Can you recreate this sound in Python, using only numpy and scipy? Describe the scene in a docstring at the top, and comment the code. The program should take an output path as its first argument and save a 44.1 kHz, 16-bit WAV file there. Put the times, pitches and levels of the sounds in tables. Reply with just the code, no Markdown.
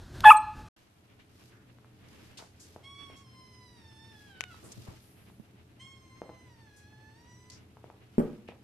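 """Puppy yelp and sparring kittens

A puppy close to a phone gives one short yelp that cracks upward and excites a living room's modes.
After a moment of silence, another room: two kittens spar on a rug, one drawing out two thin, faint
meows. Each voice is a harmonic source filtered by throat and mouth. Fur rustles, paws tap, something
clicks, and a tumble ends in the thump of a hollow object, over a low appliance hum."""
import sys
import numpy as np
from scipy import signal
from scipy.fft import rfft, irfft, next_fast_len
from scipy.io import wavfile
from scipy.ndimage import uniform_filter1d, map_coordinates

SR = 44100
rng = np.random.default_rng(int(sys.argv[2]) if len(sys.argv) > 2 else 0)


def to_wav(sig):
    """Store sig (one row per channel, or 1-D mono) as 16-bit WAV at the path in sys.argv[1].

    Samples outside -1..1 are clipped; the rate is SR.
    """
    pcm = np.clip(np.atleast_2d(sig), -1, 1) * 32767
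    pcm = np.round(pcm).astype(np.int16)
    wavfile.write(sys.argv[1], SR, pcm.T)  # frames by channels


N = 380731
T = np.arange(N) / SR
PUPPY_END_S, KITTENS_START_S = .686, .764
TOP_HZ, KITTENS_TOP_HZ = 13900, 13200
ANTIPHASE = np.array([[1], [-1]])  # left, right


def undb(db):
    """Amplitude ratio of a level in decibels."""
    return 10 ** (np.asarray(db) / 20)


def unit(x):
    """Normalisation to rms 1."""
    return x / np.sqrt(np.mean(x ** 2) + 1e-30)


def since(start):
    """Seconds after a moment, zero before it."""
    return np.maximum(T - start, 0)


def until(end):
    """Seconds before a moment, zero after it."""
    return np.maximum(end - T, 0)


def during(start, end, fade):
    """A gate with linear edges."""
    return np.clip(np.minimum(T - start, end - T) / fade + .5, 0, 1)


def curves(table):
    """Linear interpolation of each column over time."""
    times, *columns = np.transpose(table)
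    return [np.interp(T, np.sort(times), column) for column in columns]


def wander(rate):
    """Random modulation: `rate` Gaussian values a second, joined by lines."""
    knots = rng.standard_normal(N // 8)
    return map_coordinates(knots, [T * min(rate, SR / 9)], order=1)


def add(track, start, sound):
    """Superposition of a short sound on a track."""
    i = int(start * SR)
    track[..., i:i + sound.shape[-1]] += sound[..., :N - i]


def band(x, hz, width_hz):
    """A second-order resonator with gain 1 at its centre."""
    g, loss = np.tan(np.pi * min(hz, SR / 2.3) / SR), width_hz / hz
    poles = [1 + g * loss + g * g, 2 * (g * g - 1), 1 - g * loss + g * g]
    return signal.lfilter([g * loss, 0, -g * loss], poles, x)


def rolloff(x, hz, kind):
    """A low- or high-pass filter of 12 dB per octave."""
    return signal.sosfilt(signal.butter(2, hz, kind, fs=SR, output="sos"), x)


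def band_limit(x, hz):
    """A steep elliptic low-pass filter."""
    return signal.sosfilt(signal.ellip(8, .2, 70, hz, fs=SR, output="sos"), x)


def formant(hz, centre_hz, width_hz):
    """Bell-shaped gain of a vocal-tract resonance."""
    return 1 / (1 + (2 * (hz - centre_hz) / width_hz) ** 2)


def noise(spectrum):
    """Gaussian noise of rms 1, shaped by points of f/Hz, relative level/dB."""
    hz, db = np.transpose(spectrum)
    size = next_fast_len(N)
    bin_hz = np.arange(size // 2 + 1) * SR / size
    gain = undb(np.interp(np.log(bin_hz + 1), np.log(hz), db))
    return unit(irfft(rfft(rng.standard_normal(size)) * gain, size)[:N])


def wide_noise(spectrum, side_db):
    """Partially coherent noise at two microphones."""
    return noise(spectrum) + undb(side_db) * noise(spectrum) * ANTIPHASE


def reverb(x, t60, treble_t60, gap_s, side_db):
    """A diffuse field in two channels: exponential decay at separate rates below and above 2.5 kHz."""
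    t = T[:SR]
    white = rng.standard_normal((2, SR))
    low = rolloff(white, 2500, "low") * undb(-60 * t / t60)
    high = rolloff(white[::-1], 2500, "high") * undb(-60 * t / treble_t60)
    arrived = t > gap_s
    mid, side = (low + high) * arrived / np.sqrt(np.sum(undb(-120 * t / t60) * arrived))
    response = mid + undb(side_db) * side * ANTIPHASE
    return signal.fftconvolve(x[None], response, axes=1)[:, :N]


# Noise spectra of the kittens' room: f/Hz, relative level/dB
RUMBLE_SPECTRUM = [(15, -53), (25, -30), (54, -10.5), (123, 2.5), (147, -10), (184, -4.5), (271, -8.5),
                   (325, -8), (430, -19), (545, -23), (700, -23.5), (910, -29.5), (1540, -120)]
HISS_SPECTRUM = [(290, -33), (500, -5.5), (1370, -12), (1510, -12.5), (3900, -18.5), (4730, -26),
                 (12400, -24.5), (13500, -28)]
# Partials of the hum: f/Hz, level/dB
HUM_PARTIALS = [(86, -67), (119.5, -66), (426, -74.5)]


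def appliance():
    """Tones in broadband noise: a wavering hum and a rumble fade up under a faint, steady hiss."""
    fade_db = -10.5 * np.exp(-since(KITTENS_START_S) / .36)
    rumble = wide_noise(RUMBLE_SPECTRUM, side_db=-17.5) * undb(-59 + fade_db)
    hum = 0
    for hz, db in HUM_PARTIALS:
        amplitude = np.sqrt(2) * undb(db + fade_db + 3 * wander(7))
        phase = 2 * np.pi * np.cumsum(hz * (1 + .012 * wander(9))) / SR
        hum = hum + amplitude * np.sin(phase)
    return rumble + hum + undb(-73) * wide_noise(HISS_SPECTRUM, side_db=1)


# Noise spectrum of the puppy's room: f/Hz, relative level/dB
AIR_SPECTRUM = [(15, -36.5), (25, -6), (91, -1), (219, -12.5), (372, -16), (413, -22.5), (780, -24.5),
                (1130, -29), (1550, -24), (2250, -36.5), (4020, -32.5), (14000, -49)]
# Its envelope: t/s, level/dB
AIR_ENVELOPE = [(0, -48), (.23, -39.5), (.28, -46), (.38, -51), (.5, -52), (.68, -45)]


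def living_room_air():
    """Amplitude-modulated ambient noise, strongest around the yelp."""
    return noise(AIR_SPECTRUM) * undb(curves(AIR_ENVELOPE)[0] + 1.7 * wander(25))


# Slow shifts of a body: centre t/s, half duration/s, rub level/dB, hiss level/dB
BODY_SHIFTS = [(0.792, 0.051, -69, -73), (1.434, 0.082, -72, -66.5), (2.214, 0.12, -60, -65.5),
               (2.687, 0.094, -69.5, -65.5), (3.08, 0.077, -61, -72), (4.222, .09, -69, -67.5),
               (4.55, 0.054, -65.5, -66), (4.79, 0.2, -75.5, -62.5), (5.267, 0.052, -69, -75),
               (7.565, 0.065, -62, -80), (8.253, 0.096, -63, -71)]


def fur_rustle():
    """Friction noise of fur and rug: each shift adds its power to a faint resting rub and hiss."""
    rub_power, hiss_power = undb(-71.5) ** 2, undb(-77.5) ** 2
    for start, half_length, rub_db, hiss_db in BODY_SHIFTS:
        swell = np.exp(-((T - start) / half_length) ** 2)
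        rub_power = rub_power + swell * undb(rub_db) ** 2
        hiss_power = hiss_power + swell * undb(hiss_db) ** 2
    rub = wide_noise([(300, 16.5), (700, 6.5), (2800, 7), (5000, -8.5), (13000, -71)], side_db=-1.5)
    rub *= np.sqrt(rub_power) * undb(4.3 * wander(40))
    hiss = wide_noise([(2000, .5), (5000, 3), (7500, -2), (10000, -5), (13000, -4)], side_db=0)
    hiss *= np.sqrt(hiss_power) * undb(2.2 * wander(310))
    return rub + hiss


# Paws scuffing the rug: t/s, duration/s, level/dB, centre f/Hz, bandwidth/Hz
PAW_SCUFFS = [(1.193, 0.048, -63.5, 2300, 2490), (1.521, 0.14, -66.5, 1510, 701),
              (2.371, 0.041, -50, 4100, 5840), (2.375, 0.13, -60.5, 4650, 7850),
              (2.383, 0.083, -54.5, 664, 1200), (2.595, 0.083, -56.5, 6500, 6070),
              (3.159, 0.081, -64, 5900, 6000), (4.624, 0.13, -53.5, 200, 590),
              (4.636, 0.086, -60, 8480, 6000), (4.718, 0.015, -48, 6000, 6100),
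              (4.766, 0.079, -50, 128, 157), (4.863, 0.087, -52.5, 350, 870),
              (4.989, 0.45, -70, 11100, 7000), (6.759, 0.074, -64.5, 6800, 8000),
              (7.499, 0.013, -50, 5150, 5030), (7.513, 0.072, -56.5, 5360, 3034),
              (8.475, 0.058, -56.5, 2430, 1210)]


def scuffs():
    """Sliding friction: short bursts of grainy band-pass noise."""
    out = np.zeros((2, N))
    for start, length, db, hz, width_hz in PAW_SCUFFS:
        age = T[:SR // 2] / length
        swell = np.minimum(age / .096, 1) * np.exp(-1.5 * age ** 2)
        grains = rng.standard_normal((2, SR // 2)) * undb(1.8 * rng.standard_normal(SR // 2))
        mid, side = unit(band(band(grains, hz, width_hz), hz, width_hz))
        add(out, start, undb(db) * swell * (mid + .86 * side * ANTIPHASE))
    return out


def knock(db, hz, cycles):
    """Damped free vibration of a surface, falling 60 dB in the given number of cycles."""
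    t = T[:SR // 4]
    ring = band(np.sin(2 * np.pi * hz * t) * undb(-60 * t * hz / cycles), hz, 6.6 * hz)
    return undb(db) * ring / np.abs(ring).max()


def click(db, hz):
    """An impact transient: a knock plus a bright snap that grows with its pitch up to 2 kHz."""
    t, snap_t60 = T[:SR // 4], .0072
    snap = unit(band(rng.standard_normal(len(t)), hz=6460, width_hz=1700))
    snap *= undb(db - 13.5 - 60 * t / snap_t60) * min(hz / 2000, 1)
    return knock(db, hz, cycles=7.9) + snap


# Paw taps on the floor: t/s, peak level/dB, f/Hz
PAW_TAPS = [(1.786, -48.5, 1300), (1.846, -45, 1210), (2.425, -40, 600), (2.762, -33, 660),
            (3.100, -42, 593), (4.544, -41.5, 1093), (4.885, -34.5, 112), (5.300, -48, 905),
            (6.218, -26, 567), (6.293, -35, 640), (6.299, -35, 566), (7.770, -41, 890), (7.842, -35.5, 620),
            (7.901, -36.5, 825), (8.487, -35.5, 2410), (8.489, -30.5, 540), (8.521, -42, 796)]
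# Clicks and bumps beside one microphone: t/s, peak level/dB, f/Hz, left minus right/dB
NEAR_CLICKS = [(4.408, -18, 2360, 27), (4.415, -32, 2830, 18), (4.439, -26.5, 2400, 24),
               (5.398, -39.5, 207, -25)]


def taps_and_clicks():
    """The direct-to-reverberant ratio marks distance: taps lie out in the room, clicks close by."""
    direct, to_room = np.zeros((2, N)), np.zeros(N)
    tap_pan_db, tap_room_db, click_room_db = 2.5, -5, -21
    hits = [(start, knock(db, hz, cycles=3.8), tap_pan_db, tap_room_db) for start, db, hz in PAW_TAPS]
    hits += [(start, click(db, hz), pan_db, click_room_db) for start, db, hz, pan_db in NEAR_CLICKS]
    for start, ring, pan_db, room_db in hits:
        sides = undb(pan_db * ANTIPHASE / 2)
        add(direct, start, ring * sides / sides.mean())
        add(to_room, start, ring * undb(room_db))
    return direct + reverb(to_room, t60=.43, treble_t60=.32, gap_s=.00045, side_db=-10)


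# Blows of the tumble: t/s, relative impulse level/dB, contact time/s
TUMBLE_BLOWS = [(8.1812, -2, 0.002), (8.186, -15, 0.002), (8.1943, -6, 0.0029), (8.2020, -12.5, 0.00045)]
# Modes of the hollow object: f/Hz, relative level/dB, T60/s
HOLLOW_MODES = [(45, -29, .15), (179, -19.5, 0.5), (238, -2, 0.066), (237, -34, 1), (272, -10, 0.12),
                (367.5, -8.5, .22), (417, -6.5, 0.063), (479, -16.5, 0.23), (562, -12.5, 0.068),
                (730, -26, 0.11), (910, -33, .12), (1170, -23.5, 0.1)]


def thump():
    """Modal response to force pulses: a body bounces against something hollow, brushing the rug."""
    force, brush = np.zeros(N), np.zeros(N)
    t, brush_t60 = T[:SR], .069
    for start, db, contact in TUMBLE_BLOWS:
        push = t * np.exp(-4 * t / contact)
        add(force, start, undb(db) * push / push.sum())
        add(brush, start, undb(db - 60 * t / brush_t60) * rng.standard_normal(SR))
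    response = sum(undb(db - 60 * t / t60) * np.sin(2 * np.pi * hz * t) for hz, db, t60 in HOLLOW_MODES)
    boom = signal.fftconvolve(force, response)[:N]
    scrape = undb(-19.5) * band(band(brush, 720, 1020), 720, 1080) + undb(-43) * brush
    sound = undb(-5.5) * rolloff(boom, 205, "high") + undb(-17.5) * boom + scrape
    # the source lies to the left, so the right microphone hears it later
    direct = np.array([sound, np.interp(T - .00038, T, sound)])
    return direct + undb(-6.5) * reverb(sound, t60=.44, treble_t60=.29, gap_s=.012, side_db=-11.5)


def meow(pitch_curve, effort_curve, formants, start, end, accent_s, jitter, closing):
    """Source and filter: harmonics glide through formants, bright at first, sinking as the mouth shuts."""
    level_db, treble_db = curves(effort_curve)
    gate = during(start, end, fade=.024)
    on = gate > 0
    scoop = .03 * np.exp(-since(start) / .015)  # the pitch rises into the note
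    pitch = (curves(pitch_curve)[0] * (1 - scoop + jitter * wander(60) + .0046 * wander(1200)))[on]
    accent = np.exp(-(since(start)[on] / accent_s) ** 3)
    sink = 1 - closing * np.exp(-until(end)[on] / .17)
    harmonic = np.arange(1, 14)[:, None]
    power = 0
    for i, (hz, width_hz, db, accent_db) in enumerate(formants):
        db = db + level_db[on] + accent_db * accent + treble_db[on] * (hz > 4500)
        centre_hz = hz * sink if i else hz  # the lowest resonance, the throat's, stays put
        power = power + (undb(db) * formant(harmonic * pitch, centre_hz, width_hz)) ** 2
    phase = 2 * np.pi * np.cumsum(pitch) / SR
    voice = np.zeros(N)
    voice[on] = np.sum(np.sqrt(2 * power) * np.sin(harmonic * phase), axis=0)
    rasp = unit(band(rng.standard_normal(N), 2800, 2200)) * undb(-62.5) * np.exp(-since(start) / .018)
    return (voice + rasp) * gate * undb(1.54 * wander(35))


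# Fundamental of each meow: t/s, f/Hz
MEOW_1_PITCH = [(2.835, 1100), (3.017, 1132), (3.135, 1082), (3.207, 1118), (3.247, 1055), (3.619, 1005),
                (3.725, 975), (3.849, 898), (3.941, 884.3), (4.085, 898.7), (4.195, 837), (4.267, 833),
                (4.333, 771.2), (4.497, 719.3), (4.515, 666), (4.555, 650)]
MEOW_2_PITCH = [(5.795, 1043), (5.867, 1092), (6.097, 1039), (6.199, 1050), (6.449, 1012), (6.571, 907),
                (6.605, 902), (6.727, 828), (6.839, 834), (6.879, 849), (7.143, 881), (7.187, 940),
                (7.363, 987), (7.55, 1019)]
# Vocal effort: t/s, relative level/dB, extra treble level/dB
MEOW_1_EFFORT = [(2.85, -0.5, 0), (3.12, -0.5, -0.5), (3.25, -6, -1), (3.4, 1.5, -0.5), (3.75, -3, 2),
                 (4.05, 1.5, -0.5), (4.25, -1, -8), (4.479, 1.5, -18), (4.555, -2, 6)]
MEOW_2_EFFORT = [(5.8, -0.5, 0), (6.0, -8, 2), (6.12, -1, -1.5), (6.6, -5, -3.5), (7.0, -4.5, -8.5),
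                 (7.42, -5, 6.5), (7.55, -6.5, -2)]
# Throat and mouth resonances: f/Hz, bandwidth/Hz, level/dB, change in the opening accent/dB
MEOW_1_FORMANTS = [(1380, 660, -58.5, -1), (2160, 500, -73.5, 16), (3340, 510, -66, 12.5),
                   (3820, 530, -67.5, -8), (5155, 920, -67, 2.5), (5960, 560, -77, 12),
                   (8570, 1500, -81, 8.5), (10640, 1000, -82, -18)]
MEOW_2_FORMANTS = [(1360, 870, -59.5, 1), (2100, 512, -68, 10), (3270, 730, -73.5, 21),
                   (4400, 1100, -72.5, -8), (5820, 1000, -69.5, 6.5), (8100, 1040, -77.5, 12.5)]


def kitten():
    """Direct and diffuse sound: two long meows a little to the right, much of them off the walls."""
    voice = meow(MEOW_1_PITCH, MEOW_1_EFFORT, MEOW_1_FORMANTS,
                 start=2.84, end=4.555, accent_s=.29, jitter=.004, closing=.21)
    voice += meow(MEOW_2_PITCH, MEOW_2_EFFORT, MEOW_2_FORMANTS,
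                  start=5.803, end=7.55, accent_s=.21, jitter=.005, closing=.01)
    diffuse = reverb(voice, t60=.35, treble_t60=.26, gap_s=.003, side_db=.5)
    return voice * undb([[-.7], [.7]]) + undb(-3.5) * diffuse


# Modes of the living room: f/Hz, T60/s, level/dB
ROOM_MODES = [(858, 0.23, -8.5), (880, .85, -22), (1255, 0.21, -17.5), (1760, .5, -30), (2623, .2, -31.5),
              (3450, .6, -25.5), (4140, .4, 2)]
# Reflections from the far walls: delay/s, level/dB
WALL_ECHOES = [(.048, 0), (.186, -18.5), (.3, -32)]


def living_room(voice):
    """Reverberation and resonance: two diffuse tails, and echoes that ring at the room's modes."""
    near = reverb(voice, t60=.22, treble_t60=.21, gap_s=.029, side_db=-62.5)[0]
    far = reverb(band(voice, 1000, 1700), t60=.64, treble_t60=1, gap_s=.014, side_db=-60)[0]
    ring = sum(undb(db) * band(voice, hz, np.log(1000) / np.pi / t60) for hz, t60, db in ROOM_MODES)
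    echoes = sum(undb(db) * np.interp(T - delay, T, ring) for delay, db in WALL_ECHOES)
    return voice + undb(-19.5) * near + undb(-23) * far + echoes


# The squeak after the yelp: t/s, fundamental f/Hz, level/dB
SQUEAK_CONTOUR = [(.362, 4230, -59.5), (.370, 4140, -34), (0.38, 4150, -41), (.388, 4100, -62),
                  (.42, 3960, -81.5)]


def squeak():
    """A thin, very high whistle whose second harmonic dominates the fundamental."""
    hz, db = curves(SQUEAK_CONTOUR)
    phase = 2 * np.pi * np.cumsum(hz * (1 + .004 * wander(580))) / SR
    tone = np.sqrt(2) * (np.sin(2 * phase) + undb(-13.5) * np.sin(phase))
    return tone * undb(db) * during(SQUEAK_CONTOUR[0][0], SQUEAK_CONTOUR[-1][0], fade=.0031)


def yelp_gesture():
    """A register break: a rough catch, a low note, then a crack upward, while the mouth closes."""
    catch_s, voiced_s, crack_s, release_s, settle_s = .243, .247, .307, .32, .0046
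    catch_hz, sag_hz_per_s = 1250, 8000
    catch_db, full_db, attack_db_per_s, release_db_per_s = -17.5, -6, 3600, 3000
    stopping = since(release_s + settle_s)
    low_hz = 853 + 111 * np.exp(-until(crack_s) / .003)  # strains upward just before the crack
    high_hz = 1301 - sag_hz_per_s * (since(crack_s) - stopping)
    hz = np.select([T < voiced_s, T < crack_s], [catch_hz, low_hz], high_hz)
    hz = uniform_filter1d(hz, size=1 + int(.0016 * SR))  # each jump takes a moment
    swell = 1 - np.exp(-(since(.25) / .0035) ** 2 / 2)
    db = catch_db + (full_db - catch_db) * swell
    db -= attack_db_per_s * until(catch_s) + release_db_per_s * since(release_s)
    closing_s = since(voiced_s) - since(release_s)
    throat_hz, mouth_hz = 1480 - 4200 * closing_s, 3253 - 11000 * closing_s
    # the voice is roughest as it starts and stops
    roughness = .057 + .6 * (np.exp(-since(catch_s) / settle_s) + 1 - np.exp(-stopping / settle_s))
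    return hz, db, throat_hz, mouth_hz, roughness


def yelp():
    """Source and filter: jittering harmonics pass two falling formants, with noisy rasp and fizz."""
    hz, db, throat_hz, mouth_hz, roughness = (curve[:SR] for curve in yelp_gesture())
    phase = 2 * np.pi * np.cumsum(hz * (1 + .26 * roughness * wander(900)[:SR])) / SR
    harmonic = np.arange(1, 16)[:, None]
    partial_hz = harmonic * hz
    throat = formant(partial_hz, throat_hz, width_hz=600) / harmonic ** 2.1
    mouth = undb(-7.5) * formant(partial_hz, mouth_hz, width_hz=320) / harmonic ** .73
    gains = (throat + mouth) / (1 + (partial_hz / 3700) ** 12)
    gains /= np.sqrt(np.sum(gains ** 2, axis=0) / 2)
    # above a spectral valley, a faint buzz of high harmonics
    gains += undb(-39) * formant(partial_hz, 10020, width_hz=4700) * (partial_hz < TOP_HZ)
    voice = np.sum(gains * np.sin(harmonic * phase), axis=0)
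    rasp = noise([(400, -31), (900, -4.5), (1350, -1), (2100, -15), (3100, -4.5), (4200, -32),
                  (13000, -40)])[:SR]
    fizz = noise([(300, -16), (2000, -4), (4200, -13.5), (6000, -9), (9000, 1.5), (13500, -5.5)])[:SR]
    effort = undb(db)
    lag = np.exp(-1 / (.015 * SR))  # the fizz builds with the voice and outlasts it a little
    fizz *= signal.lfilter([1 - lag], [1, -lag], effort)
    return np.pad((voice + .55 * roughness * rasp) * effort + undb(-32) * fizz, (0, N - SR))


def puppy():
    """A transient lip smack precedes the voiced yelp and its squeak; one channel."""
    voice = yelp() + squeak()
    smack = band(rng.standard_normal(SR), 3000, 2200) * undb(-22 - 60 * T[:SR] / .012)
    add(voice, .2055, smack)
    return voice


def scene():
    """Two sound fields in succession: the puppy's room, a gap, then the kittens' room."""
    kittens = kitten() + taps_and_clicks() + thump() + fur_rustle() + scuffs() + appliance()
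    kittens = band_limit(kittens, KITTENS_TOP_HZ) * during(KITTENS_START_S, 10, fade=.0021)
    puppy_room = living_room(puppy()) + living_room_air()
    return puppy_room * during(-1, PUPPY_END_S, fade=.0025) + kittens


def record(dry):
    """Soft saturation and band limiting: the phone rounds the loudest peaks and cuts the top."""
    rounded = dry / (1 + dry ** 8) ** (1 / 8)
    return band_limit(rounded, TOP_HZ)


dry = scene()
out = record(dry)
to_wav(out)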